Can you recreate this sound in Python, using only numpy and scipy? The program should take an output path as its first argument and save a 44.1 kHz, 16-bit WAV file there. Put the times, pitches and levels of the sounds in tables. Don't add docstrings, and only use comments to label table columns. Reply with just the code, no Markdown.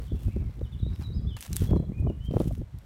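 import sys
import numpy as np
from scipy import signal
from scipy.fft import rfft, irfft
from scipy.io import wavfile
from scipy.ndimage import uniform_filter1d

SR = 44100
rng = np.random.default_rng(int(sys.argv[2]) if len(sys.argv) > 2 else 0)


def transcribe(signal):
    frames = np.atleast_2d(signal).T
    limited = np.clip(frames, -1, 1)
    pcm = np.round(limited * 32767).astype(np.int16)
    wavfile.write(sys.argv[1], SR, pcm)


N = 125685
t = np.arange(N) / SR

# (frequency [Hz], relative density [dB per Hz])
AIR_SPECTRUM = [(290, -31), (500, -3.5), (2340, -12), (2670, -17), (3280, -14.5), (4960, -22.5),
                (9190, -22.5), (10500, -38.5), (12200, -23), (15400, -48), (16800, -45)]
AIR_DB = -68.5

# (start [s], length [s], level at note end before waver [dB], rise over the note [dB],
# then pitch at five even steps, before smoothing and wobble [Hz] x 5)
BIRD_NOTES = [(.0, 0.046, -68.5, -5, 4330, 4550, 4370, 4520, 4330),
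              (.052, 0.048, -62, -2, 4350, 3910, 3310, 2910, 2850),
              (0.098, 0.03, -56, -1, 3380, 3380, 3360, 3400, 3320),
              (.133, 0.031, -64, 2, 3295, 3360, 3360, 3360, 3320),
              (.145, 0.058, -62, -3.5, 2630, 2710, 2616, 2750, 2800),
              (0.249, 0.16, -68, -1, 2506, 2560, 2664, 2577, 2460),
              (.295, 0.033, -57, 6, 2160, 2193, 2160, 2240, 2230),
              (.385, 0.15, -72.5, -8, 2200, 2233, 2186, 2030, 2085),
              (0.635, 0.049, -61.5, 2, 3800, 3700, 2970, 2990, 2950),
              (.72, 0.041, -58, 1, 3640, 3490, 3400, 2900, 2920),
              (.788, 0.023, -54.5, 2, 4040, 3870, 3600, 3400, 3500),
              (0.805, 0.088, -57.5, 2, 4100, 3790, 3680, 3860, 3970),
              (.934, 0.028, -66, -1.5, 5650, 5520, 5180, 5000, 4740),
              (1.028, 0.044, -47.5, 12, 4330, 3960, 3945, 3837, 3820),
              (1.128, 0.067, -62.5, -4, 4050, 5050, 5170, 5000, 4430),
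              (1.184, 0.03, -72, 4, 3330, 3360, 3350, 3370, 3350),
              (1.268, 0.097, -56, -4.5, 3346, 3605, 3070, 3000, 2980),
              (1.367, 0.023, -56, -2, 3040, 2850, 2780, 2640, 2480),
              (1.52, 0.11, -58, -0.5, 4500, 3925, 3637, 3180, 3100),
              (1.668, 0.048, -60, -7.5, 3430, 3333, 3304, 3330, 3240),
              (1.75, 0.038, -62, 3, 4230, 4210, 4100, 4000, 4070),
              (1.916, 0.085, -56, 9, 1886, 2432, 2460, 2442, 2543),
              (2.02, 0.039, -68, 4, 2480, 2410, 2480, 2400, 2360),
              (2.068, 0.041, -58, 7, 2980, 3000, 2996, 2880, 2760),
              (2.201, 0.088, -52, 11.5, 2922, 3026, 3050, 3176, 3140),
              (2.295, 0.07, -69.5, -10.5, 3117, 3150, 3080, 3020, 3150)]
NOTE_EDGE_S = 0.0074
FAR_UNTIL_S, FAR_DIRECT_DB = 0.6, -5
WAVER_DB, FAR_WAVER_DB, WAVER_S = 3, 7, 0.01
WOBBLE, FAR_WOBBLE, WOBBLE_S = 0.003, 0.02, 0.012
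WOOD_DB, WOOD_DELAY_S, WOOD_T60_S = -4, 0.011, 0.85
NEAR_TRUNKS_DB, NEAR_T60_S = 0, 0.25

# (time [s], rumble level [dB], upper buffeting level [dB])
WIND_LEVELS = [(0.0, -40.5, -46.5), (0.071, -40.5, -65), (0.131, -22.5, -62), (0.212, -39, -53),
               (0.282, -23.5, -59), (0.32, -41.5, -57), (0.379, -25.5, -57), (0.441, -36, -46.5),
               (0.46, -32, -68), (0.55, -45, -61), (0.6, -36.5, -49.5), (0.81, -36, -80),
               (0.83, -27.5, -76), (0.938, -31.5, -54.5), (0.96, -48, -61), (1.019, -30.5, -72),
               (1.151, -33.5, -56.5), (1.191, -24.5, -52.5), (1.26, -31.5, -48), (1.309, -33, -64),
               (1.371, -38.5, -58.5), (1.431, -64, -60), (1.522, -27, -66), (1.592, -41.5, -65),
               (1.61, -24.5, -69), (1.67, -35, -50), (1.72, -24, -37), (1.941, -34, -53.5),
               (2.079, -21.5, -43.5), (2.098, -31, -40.5), (2.27, -37.5, -79), (2.28, -38, -60),
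               (2.488, -26.5, -47), (2.56, -35, -66), (2.591, -30, -74), (2.712, -48.5, -64),
               (2.741, -32, -81), (2.85, -60, -57.5)]
RUMBLE_SPECTRUM = [(12, -57), (24, -18), (54, 8), (107, 4), (268, -16), (353, -28.5), (400, -22),
                   (520, -60.5), (880, -120)]
BUFFET_SPECTRUM = [(88, -38), (150, 4), (533, -12), (669, -19.5), (968, -28.5), (1110, -26.5), (1310, -37),
                   (2000, -62), (2600, -49.5), (4400, -120)]
LUMP_DB, LUMP_S, FLUTTER_DB, FLUTTER_S = 4.5, 0.02, 6, 0.008
SPLIT_HZ, BRIGHTEN, MID_GUST_DB = 140, 0.43, -28.5

# (time [s], peak of the swing's envelope [dB],
# swing length, at least 2 in use [ms], grit relative to the swing's level [dB])
EDDY_THUMPS = [(0.101, -33, 8.1, -17), (0.118, -27.5, 5.8, -0.5), (0.146, -22.5, 5.5, -13),
               (0.282, -30, 2.5, -6.5), (0.363, -17.5, 4.24, -11), (0.417, -33, 7.4, -16),
               (0.494, -29.5, 5.1, -15), (0.584, -38.5, 6.3, -8), (0.612, -28, 4.1, 3),
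               (0.801, -33, 4.4, -13), (0.829, -18, 6.7, -25.5), (0.861, -27, 5.8, -7),
               (0.994, -28, 5.6, -13), (1.043, -39, 5.8, -10), (1.102, -30, 5, -8), (1.145, -45.5, 15, 4),
               (1.22, -38, 2.6, -20), (1.505, -26.5, 5.2, -15), (1.553, -36, 4.3, 1),
               (1.619, -17, 5.4, -8.5), (1.689, -18, 8.1, -10), (1.71, -17.5, 5.9, 0.5),
               (1.732, -18, 2, -2.5), (1.761, -18.5, 5.6, -1.5), (1.767, -29, 1.4, 1.5),
               (1.798, -20.5, 6, -6.5), (1.825, -26.5, 4.1, -6), (1.894, -19.5, 5.3, -10.5),
               (1.919, -26.5, 3.4, -12), (1.981, -29, 6.9, -14), (2.025, -33, 2.6, -7),
               (2.067, -14, 4.3, -7), (2.1, -26.5, 2.4, 0.5), (2.285, -18.5, 7.2, -35),
               (2.307, -24.5, 5.2, -6), (2.32, -22, 4.8, -11), (2.337, -21.5, 3.35, 0),
               (2.345, -21, 3.3, -10.5), (2.36, -18, 8.7, -6), (2.368, -13, 1.72, -11.5),
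               (2.379, -30, 1.7, -25), (2.401, -17, 5, -0.5), (2.41, -29.5, 9.2, 9), (2.426, -26, 8.6, -12),
               (2.457, -19, 4.8, -18), (2.473, -12.5, 6, -17), (2.508, -28, 5.4, -2),
               (2.576, -38.5, 3.3, 1.5), (2.607, -32, 4.3, -8), (2.616, -23.5, 3.6, -8)]
EDDY_CYCLES, EDDY_SAG = 1.142, 0.39
GRIT_S = 0.0028
GRIT_HZ, GRIT_BRIGHTEN = 614, 0.48

# (time [s], rustle level [dB], dull scrape level [dB])
LEAF_LEVELS = [(.0, -65.5, -62), (.07, -65.5, -66.5), (.1, -73, -69), (.19, -69, -69), (.235, -61, -67),
               (.3, -69, -69), (.38, -75, -69.5), (.55, -75.5, -66), (.57, -73.5, -75), (.6, -76.5, -75),
               (.645, -71.5, -75), (.67, -78, -67.5), (.79, -74.5, -70), (.86, -80, -75), (.93, -73, -60),
               (0.981, -69.5, -72.5), (1.021, -62.5, -54), (1.06, -69.5, -65.5), (1.12, -78, -72.5),
               (1.362, -80, -72), (1.369, -61, -49), (1.401, -61.5, -77), (1.413, -51.5, -70),
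               (1.464, -52.5, -54.5), (1.475, -62, -67), (1.52, -59, -62), (1.563, -56, -65.5),
               (1.572, -49, -73), (1.6, -54, -60), (1.64, -51.5, -56), (1.666, -57, -57),
               (1.672, -59.5, -72), (1.7, -67.5, -59), (1.76, -71.5, -76), (1.84, -78, -89),
               (2.23, -77.5, -72), (2.255, -62, -72), (2.29, -84, -75), (2.32, -69, -66),
               (2.42, -57, -56.5), (2.49, -64.5, -77.5), (2.601, -71, -73), (2.66, -86, -72),
               (2.85, -75.5, -70)]
LEAF_SPECTRUM = [(410, -49), (700, -24), (810, -33), (1450, -0.5), (3100, 7), (4750, 2.5), (5880, 5.5),
                 (12900, 4.5), (15700, 3.5), (16800, -20)]
SCRAPE_SPECTRUM = [(500, 3), (900, 3), (1500, -0.5), (3000, -10), (6000, -14.5)]
GRAINS_PER_S, GRAIN_SPREAD_DB, GRAIN_S, HISS_SHARE = 1200, 5, 0.0007, 0.45

# (time before a short lag [s], peak level [dB], dullness [0-1])
TWIG_SNAPS = [(0.5927, -50, 1), (0.9357, -53, 0.5), (0.953, -50, 0), (0.96, -41.5, 1), (1.1484, -69, 0.4),
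              (1.3665, -30, 0.6), (1.3875, -41, 0.6), (1.4028, -47, 0.6), (1.4072, -27, 0.18),
              (1.4135, -29.5, 0.1), (1.4256, -22, 0.52), (1.4499, -35, 0.63), (1.4586, -36, 0.6),
              (1.4635, -35, 0.3), (1.4774, -40, 0.7), (1.53, -21, 0.2), (1.5595, -25, 0),
              (1.5658, -9, 0.16), (1.6025, -38, 0.2), (1.621, -38, 0.7), (1.6655, -44, 0.2),
              (1.7713, -44, 0.8), (1.9804, -53, 0.5), (2.0012, -49.5, 0.07), (2.167, -58, 0.4),
              (2.2493, -52, 0), (2.311, -42, 0.9), (2.357, -59, 0.6), (2.3824, -48, 0.8),
              (2.3964, -42, 0.04), (2.4006, -36.5, 0.7), (2.4202, -41, 0.17), (2.4748, -41, 0),
              (2.48, -36.5, 0.4), (2.486, -43.5, 0.25), (2.5246, -44, 0.45), (2.5511, -41, 0.55),
              (2.581, -48, 0.1), (2.786, -41, 0.32)]
TWIG_SPECTRUM = [(410, -40), (700, -14), (2380, -31), (2870, -13.5), (5010, 1), (5950, 7), (8090, 7),
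                 (8990, 8.5), (12900, 6.5), (16800, -42)]
SNAP_LAG_S, SNAP_S, SNAP_TAIL_S, SNAP_TAIL_DB = 0.0007, 0.0005, 0.004, -19
DULL_LOW_HZ, DULL_HIGH_HZ = 900, 4500

BAND_EDGE_HZ = 16900


def amp(db):
    return 10 ** (np.asarray(db) / 20)


def evened(x):
    return x / np.sqrt(np.mean(x ** 2) + 1e-20)


def add(mix, start_s, sound):
    part = mix[max(round(start_s * SR), 0):][:len(sound)]
    part += sound[:len(part)]


def coloured(x, points, lo_hz, hi_hz):
    hz = np.fft.rfftfreq(N, 1 / SR)
    f, db = np.transpose(points)
    gain = amp(np.interp(np.log(hz + 1), np.log(f + 1), db, left=-90, right=-90))
    z = rfft(x) * gain
    in_band = irfft(z * (hz > lo_hz) * (hz < hi_hz), N)
    return irfft(z, N) / np.std(in_band)


def drift(span_s):
    size = max(int(span_s * SR), 2)
    once = uniform_filter1d(rng.standard_normal(N), size)
    return evened(uniform_filter1d(once, size))


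def air():
    return amp(AIR_DB) * coloured(rng.standard_normal(N), AIR_SPECTRUM, 580, 18000)


def wood(x):
    u = t[:SR]
    decay = amp(-60 * u / WOOD_T60_S) + amp(NEAR_TRUNKS_DB - 60 * u / NEAR_T60_S)
    tail = rng.standard_normal(SR) * decay * (u > WOOD_DELAY_S)
    return amp(WOOD_DB) * signal.fftconvolve(x, tail / np.linalg.norm(tail))[:N]


def bird():
    out = np.zeros(N)
    far = t < FAR_UNTIL_S
    wobble = 1 + np.where(far, FAR_WOBBLE, WOBBLE) * drift(WOBBLE_S)
    for start_s, length_s, end_db, rise_db, *pitch_hz in BIRD_NOTES:
        u = np.arange(0, length_s, 1 / SR)
        steps = np.linspace(0, 1, len(pitch_hz))
        hz = np.interp(u / length_s, steps, pitch_hz)
        hz = uniform_filter1d(hz, len(u) // 6, mode="nearest")
        hz = hz * wobble[round(start_s * SR):][:len(u)]
        edge = np.clip(np.minimum(u, length_s - u) / NOTE_EDGE_S, 0, 1)
        fade = np.sin(np.pi / 2 * edge) ** 2
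        level = np.sqrt(2) * amp(end_db + rise_db * (u / length_s - 1))
        add(out, start_s, level * fade * np.sin(2 * np.pi * np.cumsum(hz) / SR))
    waver_db = np.where(far, FAR_WAVER_DB, WAVER_DB) * (np.tanh(drift(WAVER_S)) - 0.5)
    return out * amp(waver_db)


def wind():
    s, low_db, high_db = np.transpose(WIND_LEVELS)
    gust_db = np.interp(t, s, low_db) + LUMP_DB * np.tanh(drift(LUMP_S))
    low = coloured(rng.standard_normal(N), RUMBLE_SPECTRUM, 30, 270)
    deep = signal.sosfiltfilt(signal.butter(2, SPLIT_HZ, fs=SR, output="sos"), low)
    rumble = deep + (low - deep) * amp(BRIGHTEN * (gust_db - MID_GUST_DB))
    flutter = evened(amp(FLUTTER_DB * np.tanh(drift(FLUTTER_S))))
    buffet = coloured(rng.standard_normal(N), BUFFET_SPECTRUM, 184, 900) * flutter
    return rumble * amp(gust_db) + buffet * amp(np.interp(t, s, high_db))


def eddies():
    out = np.zeros(N)
    signs = rng.choice([-1., 1.], len(EDDY_THUMPS))
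    noise = coloured(rng.standard_normal(N), BUFFET_SPECTRUM, 126.4, 900)
    for (s, db, ms, grit_db), sign in zip(EDDY_THUMPS, signs):
        u = t[:2500] * 1000 / np.maximum(ms, 2)
        envelope = (2 * u) ** 2 * np.exp(2 - 4 * u)
        swing = envelope * np.sin(2 * np.pi * EDDY_CYCLES * u / (1 + EDDY_SAG * u))
        puff = np.exp(-(t[:2500] / GRIT_S - 1.5) ** 2)
        top_hz = GRIT_HZ * amp(GRIT_BRIGHTEN * (db + grit_db - MID_GUST_DB))
        low_pass = signal.butter(2, top_hz, fs=SR, output="sos")
        burst = puff * signal.sosfilt(low_pass, noise[round(s * SR) - 500:][:3000])[500:]
        grit = burst * np.linalg.norm(puff) / np.linalg.norm(burst)
        add(out, s, amp(db) * (sign * swing + amp(grit_db) * grit))
    return out


def rustle():
    s, leaf_db, scrape_db = np.transpose(LEAF_LEVELS)
    size = amp(GRAIN_SPREAD_DB * np.minimum(rng.exponential(1, N), 4))
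    grains = size * (rng.random(N) < GRAINS_PER_S / SR)
    shape = signal.lfilter([1], [1, -np.exp(-1 / (GRAIN_S * SR))], grains)
    drive = rng.standard_normal(N) * (HISS_SHARE + (1 - HISS_SHARE) * evened(shape))
    leaves = coloured(drive, LEAF_SPECTRUM, 4350, 17650)
    scrape = coloured(drive + rng.standard_normal(N), SCRAPE_SPECTRUM, 600, 3900)
    return leaves * amp(np.interp(t, s, leaf_db)) + scrape * amp(np.interp(t, s, scrape_db))


def snaps():
    out, u = np.zeros(N), t[:1500]
    attack = np.minimum(u * SR / 4, 1)
    shape = attack * (np.exp(-u / SNAP_S) + amp(SNAP_TAIL_DB) * np.exp(-u / SNAP_TAIL_S))
    crisp = coloured(rng.standard_normal(N), TWIG_SPECTRUM, 3000, 16000)
    body_band = signal.butter(2, [DULL_LOW_HZ, DULL_HIGH_HZ], "bandpass", fs=SR)
    body = evened(signal.lfilter(*body_band, rng.standard_normal(N)))
    for k, (s, db, dull) in enumerate(TWIG_SNAPS):
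        part = slice(1500 * k, 1500 * k + 1500)
        crack = shape * ((1 - dull) * crisp[part] + dull * body[part])
        add(out, s + SNAP_LAG_S, amp(db) * crack / np.abs(crack).max())
    return out


def scene():
    song = bird()
    direct_song = song * amp(FAR_DIRECT_DB * (t < FAR_UNTIL_S))
    background = air() + wood(song) + direct_song
    microphone_wind = wind() + eddies()
    feet = rustle() + snaps()
    return (background + microphone_wind + feet)[None]


def record(dry):
    low_pass = signal.firwin(511, BAND_EDGE_HZ, window=("kaiser", 9), fs=SR)
    return signal.oaconvolve(dry, low_pass[None], "same")


dry = scene()
out = record(dry)
transcribe(out)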